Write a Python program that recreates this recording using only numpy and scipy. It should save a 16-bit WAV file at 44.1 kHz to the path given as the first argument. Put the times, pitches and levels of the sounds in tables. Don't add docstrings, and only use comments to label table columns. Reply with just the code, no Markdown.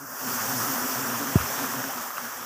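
import sys
import numpy as np
from scipy import signal
from scipy.io import wavfile
from scipy.ndimage import uniform_filter1d

SR = 44100
rng = np.random.default_rng(int(sys.argv[2]) if len(sys.argv) > 2 else 0)


def convert_level_to_amplitude(level_db):
    exponent = np.asarray(level_db, float) / 20
    return 10 ** exponent


def transcribe(signal):
    frames = np.atleast_2d(signal).T
    limited = np.clip(frames, -1, 1)
    pcm = np.round(limited * 32767).astype(np.int16)
    wavfile.write(sys.argv[1], SR, pcm)


N = 108045
FULL_CROWD_DB = -29.5


def evened(x):
    return x / np.sqrt(np.mean(x ** 2, -1, keepdims=True) + 1e-20)


def curve(table, column):
    rows = np.array(table, float)
    return np.interp(np.arange(N) / SR, rows[:, 0], rows[:, column])


def drift(count, per_s):
    block = 256
    smooth = max(int(SR / block / per_s), 1)
    points = uniform_filter1d(rng.standard_normal((count, N // block + 2)), smooth, axis=1)
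    points = evened(uniform_filter1d(points, size=3, axis=1))
    return np.array([np.interp(np.arange(N) / block, np.arange(len(p)), p) for p in points])


def smoothed(grid, bins, frames):
    return uniform_filter1d(uniform_filter1d(grid, size=bins, axis=-2), size=frames, axis=-1)


def coloured(x, table, patchy_db, tilt_db):
    hz, t, z = signal.stft(x, SR, nperseg=512, noverlap=384)
    table_hz, table_db = np.transpose(table)
    shape_db = np.interp(np.log(hz + 1), np.log(table_hz + 1), table_db, left=-62, right=-90)[:, None]
    patches = smoothed(rng.standard_normal(z.shape), 8, 16)
    weakness = np.clip(-shape_db / 20, 0, 1)
    valley_db = weakness * np.interp(t, np.arange(N) / SR, tilt_db)
    z = z * convert_level_to_amplitude(shape_db + valley_db + patchy_db * patches / patches.std())
    return evened(signal.istft(z, SR, nperseg=512, noverlap=384)[1][:N])


def add(mix, s, sound):
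    part = mix[round(s * SR):][:len(sound)]
    part += sound[:len(part)]


# time in seconds, crowd level in dB,
# how far the phone's noise filter opens the weak bands in dB.
CROWD_LEVEL = [(0., -40, -6), (.09, -38, -8.5), (.2, -34, -4), (.3, -29.5, -1), (.61, -28, -0.5),
               (.9, -29, 0), (1.13, -31, 1.5), (1.64, -31, 3), (1.9, -33, 0), (2., -33.5, -1),
               (2.08, -34.5, -0.5), (2.15, -36.5, -2.5), (2.19, -34, -0.5), (2.3, -35, 0),
               (2.38, -36.5, -1), (2.45, -37, 2)]
# frequency in Hz, strength in dB per Hz.
RASP_TONE = [(150, -13), (330, -17.5), (500, -10), (1300, -3.5), (1780, -8.5), (2100, -16.5), (3400, -18.5),
             (4300, -29)]
# frequency in Hz, strength in dB per Hz.
HISS_TONE = [(3500, -36), (4300, -6), (5670, 6.5), (7740, 0.5), (9400, -5), (12000, 0.5), (14500, 5.5),
             (15800, 6)]


def crowd(count=40):
    wing_hz, wing_spread, stroke_spread_db = 128.42, .12, 6
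    rate = wing_hz * (1 + wing_spread * rng.uniform(-1, 1, (count, 1)) + .03 * drift(count, 6.))
    turns = np.cumsum(rate, 1) / SR + rng.random((count, 1))
    beats = np.diff(np.floor(turns), axis=1, prepend=0) > 0
    size = convert_level_to_amplitude(2.5 * drift(count, 24.4)) * rng.choice([-1., 1.], (count, 1))
    strokes = evened((beats * size).sum(0) * convert_level_to_amplitude(stroke_spread_db * rng.standard_normal(N)))
    air = rng.standard_normal((2, N)) * convert_level_to_amplitude(0.13 * drift(2, 15.) + .5 * drift(2, 40.))

    over_db = curve(CROWD_LEVEL, 1) - FULL_CROWD_DB
    opening_db = curve(CROWD_LEVEL, 2)
    rasp_tilt_db = opening_db + 1.2 * np.minimum(over_db + 8.5, 0)
    hiss_tilt_db = 0.23 * over_db + 0.49 * opening_db

    air_share = 0.82
    rasp_source = np.sqrt(1 - air_share) * strokes + np.sqrt(air_share) * air[0]
    rasp = coloured(rasp_source, RASP_TONE, patchy_db=1.14, tilt_db=rasp_tilt_db)
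    hiss = coloured(0.32 * strokes + air[1], HISS_TONE, patchy_db=0.94, tilt_db=hiss_tilt_db)
    return convert_level_to_amplitude(FULL_CROWD_DB) * (convert_level_to_amplitude(-3 + 0.8 * over_db) * rasp + convert_level_to_amplitude(-2 + 1.12 * over_db) * hiss)


def rumble():
    top_hz, level_db = 105, -76.5
    band = signal.butter(2, [0.47 * top_hz, top_hz], "band", fs=SR, output="sos")
    low = signal.sosfilt(band, rng.standard_normal(N))
    lumpy = evened(low * convert_level_to_amplitude(5.7 * drift(1, 2.7)[0]))
    return lumpy * convert_level_to_amplitude(level_db + 0.5 * (curve(CROWD_LEVEL, 1) - FULL_CROWD_DB))


# nearest moment in seconds, level in dB,
# octave of the wing beat in Hz, wing beat against its octave in dB.
FLY_BYS = [(.03, -47.5, 267, -2.5), (0.128, -49, 254, -25), (.26, -41, 250, -14), (.3, -38, 242, -17),
           (0.351, -42, 255, -5.5), (0.442, -44, 222, -3), (0.511, -40.5, 263, -3), (.56, -38.5, 250, -4.5),
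           (.62, -37, 230, -6.5), (.71, -36.5, 270, -12), (.77, -42, 270, -16), (0.839, -34, 258, -19),
           (.93, -41, 267, -24), (0.999, -40, 262, -2), (1.071, -37.5, 255, -21), (1.119, -38, 250, -9.5),
           (1.168, -41.5, 228, -9), (1.23, -35, 267, -17), (1.3, -39.5, 266, -6), (1.44, -45.5, 240, 0),
           (1.521, -51, 260, -0.5), (1.582, -44, 262, -9), (1.64, -36.5, 255, -22),
           (1.701, -43.5, 232, -16), (1.77, -38.5, 262, -6), (1.86, -39, 263, -19),
           (1.981, -45.5, 240, -12.5), (2.071, -50.5, 240, -19), (2.25, -46, 240, -12.5),
           (2.41, -49.5, 245, -9.5)]


def near_bees():
    pass_s, glide, wander_depth = 0.032, .02, 0.0439
    upper_db, fuzz_db, mate_db, mate_spread = -13, -10.5, -8., .08
    hum, near_power = np.zeros(N + SR), np.zeros(N + SR)
    lead = SR // 5
    t = np.arange(-lead, lead) / SR
    wander = drift(2 * len(FLY_BYS), 40.)[:, :len(t)].reshape(len(FLY_BYS), 2, -1)
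    chance = rng.random((len(FLY_BYS), 4, 2, 1))
    for (s, db, octave_hz, beat_db), w, p in zip(FLY_BYS, wander, chance):
        apart = np.array([[0], [mate_spread]]) * np.sign(250 - octave_hz) * (.5 + p[3])
        beat_hz = octave_hz / 2 * (1 + apart)
        moving_hz = beat_hz * (1 - glide * np.tanh(t / pass_s) + wander_depth * w)
        phase = 2 * np.pi * (np.cumsum(moving_hz, 1) / SR + p[0])
        swell = np.sqrt(2) * convert_level_to_amplitude(db) * np.exp(-.5 * (t / pass_s) ** 2)
        upper = np.sin(3 * phase + 6 * p[1]) + np.sin(4 * phase + 6 * p[2])
        bees = np.sin(2 * phase) + convert_level_to_amplitude(beat_db) * np.sin(phase) + convert_level_to_amplitude(upper_db) * upper
        pair = convert_level_to_amplitude(np.array([[0], [mate_db]])) * bees
        add(hum, s, swell * pair.sum(0))
        add(near_power, s, swell ** 2)
    band = signal.butter(4, [105., 420.], "band", fs=SR, output="sos")
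    fuzz = evened(signal.sosfilt(band, rng.standard_normal(N)))
    return hum[lead:][:N] + convert_level_to_amplitude(fuzz_db) * np.sqrt(near_power[lead:][:N]) * fuzz


# start in seconds, peak level in dB, ring in Hz.
TICK_ROWS = [(0.543, -32, 1410), (0.769, -30, 1360), (0.967, -33, 1340), (1.356, -16, 1240),
             (1.361, -32, 690), (1.386, -18, 1040), (1.411, -17.5, 1320), (1.46, -22, 1000),
             (1.59, -20.5, 1560), (1.84, -19.5, 1520), (1.935, -24, 1180), (1.981, -21.5, 1280),
             (2.047, -33, 1270), (2.105, -21, 1210), (2.171, -29, 2600), (2.176, -25, 1230),
             (2.181, -18, 1220), (2.251, -29, 1370), (2.328, -29, 970), (2.406, -31, 1388),
             (2.428, -23.5, 1160)]


def ticks():
    level_db, t60_s, snap_db, rise_s = 2, .012, -12., .001
    out, t = np.zeros(N), np.arange(1024) / SR
    band = signal.butter(2, [600., 2600.], "band", fs=SR, output="sos")
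    snaps = evened(signal.sosfilt(band, rng.standard_normal((len(TICK_ROWS), 1024))))
    for (s, db, hz), snap in zip(TICK_ROWS, snaps):
        ring = np.sin(2 * np.pi * hz * t) + convert_level_to_amplitude(snap_db) * snap
        fade = convert_level_to_amplitude(db + level_db - 60 * t / t60_s)
        add(out, s, fade * np.minimum(t / rise_s, 1) * ring)
    return out


# start in seconds, peak level in dB,
# starting pitch in Hz, ending pitch in Hz, time to fade by 60 dB in seconds.
BRANCH_KNOCKS = [
    (1.3553, -.5, 330., 76., .052),
    (1.3565, -14., 420., 380., .03),
    (1.3595, -19., 760., 640., .03),
    (1.4, -26., 130., 78., .15),
]


def knocks():
    rise_s, glide_s = 0.0022, 0.004
    out, t = np.zeros(N), np.arange(SR // 4) / SR
    for s, db, hz_start, hz_end, t60_s in BRANCH_KNOCKS:
        turns = hz_end * t + (hz_start - hz_end) * glide_s * (1 - np.exp(-t / glide_s))
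        rise = 1 - np.exp(-(t / rise_s) ** 2)
        add(out, s, convert_level_to_amplitude(db - 60 * t / t60_s) * rise * np.sin(2 * np.pi * (turns - .2)))
    return out


def scene():
    return (crowd() + rumble() + near_bees() + ticks() + knocks())[None]


def denoised(x):
    threshold_db, slope, deepest_db = -69., 0.58, -14.
    z = signal.stft(x, SR, nperseg=512, noverlap=384)[2]
    power = smoothed(abs(z) ** 2, 5, 9)
    under_db = np.minimum(10 * np.log10(abs(power) + 1e-14) - threshold_db, 0)
    z = z * convert_level_to_amplitude(np.maximum(slope * under_db, deepest_db))
    return signal.istft(z, SR, nperseg=512, noverlap=384)[1][:, :N]


def band_limit(x):
    return signal.sosfilt(signal.butter(12, 16850, fs=SR, output="sos"), x)


def record(dry):
    low_cut = signal.butter(2, 55., "high", fs=SR, output="sos")
    cut = signal.sosfilt(low_cut, denoised(dry))
    band_edge = signal.firwin(2047, 15510, window=("kaiser", 12), fs=SR)
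    mix = signal.oaconvolve(cut, band_edge[None], "same")
    return band_limit(mix)


dry = scene()
out = record(dry)
transcribe(out)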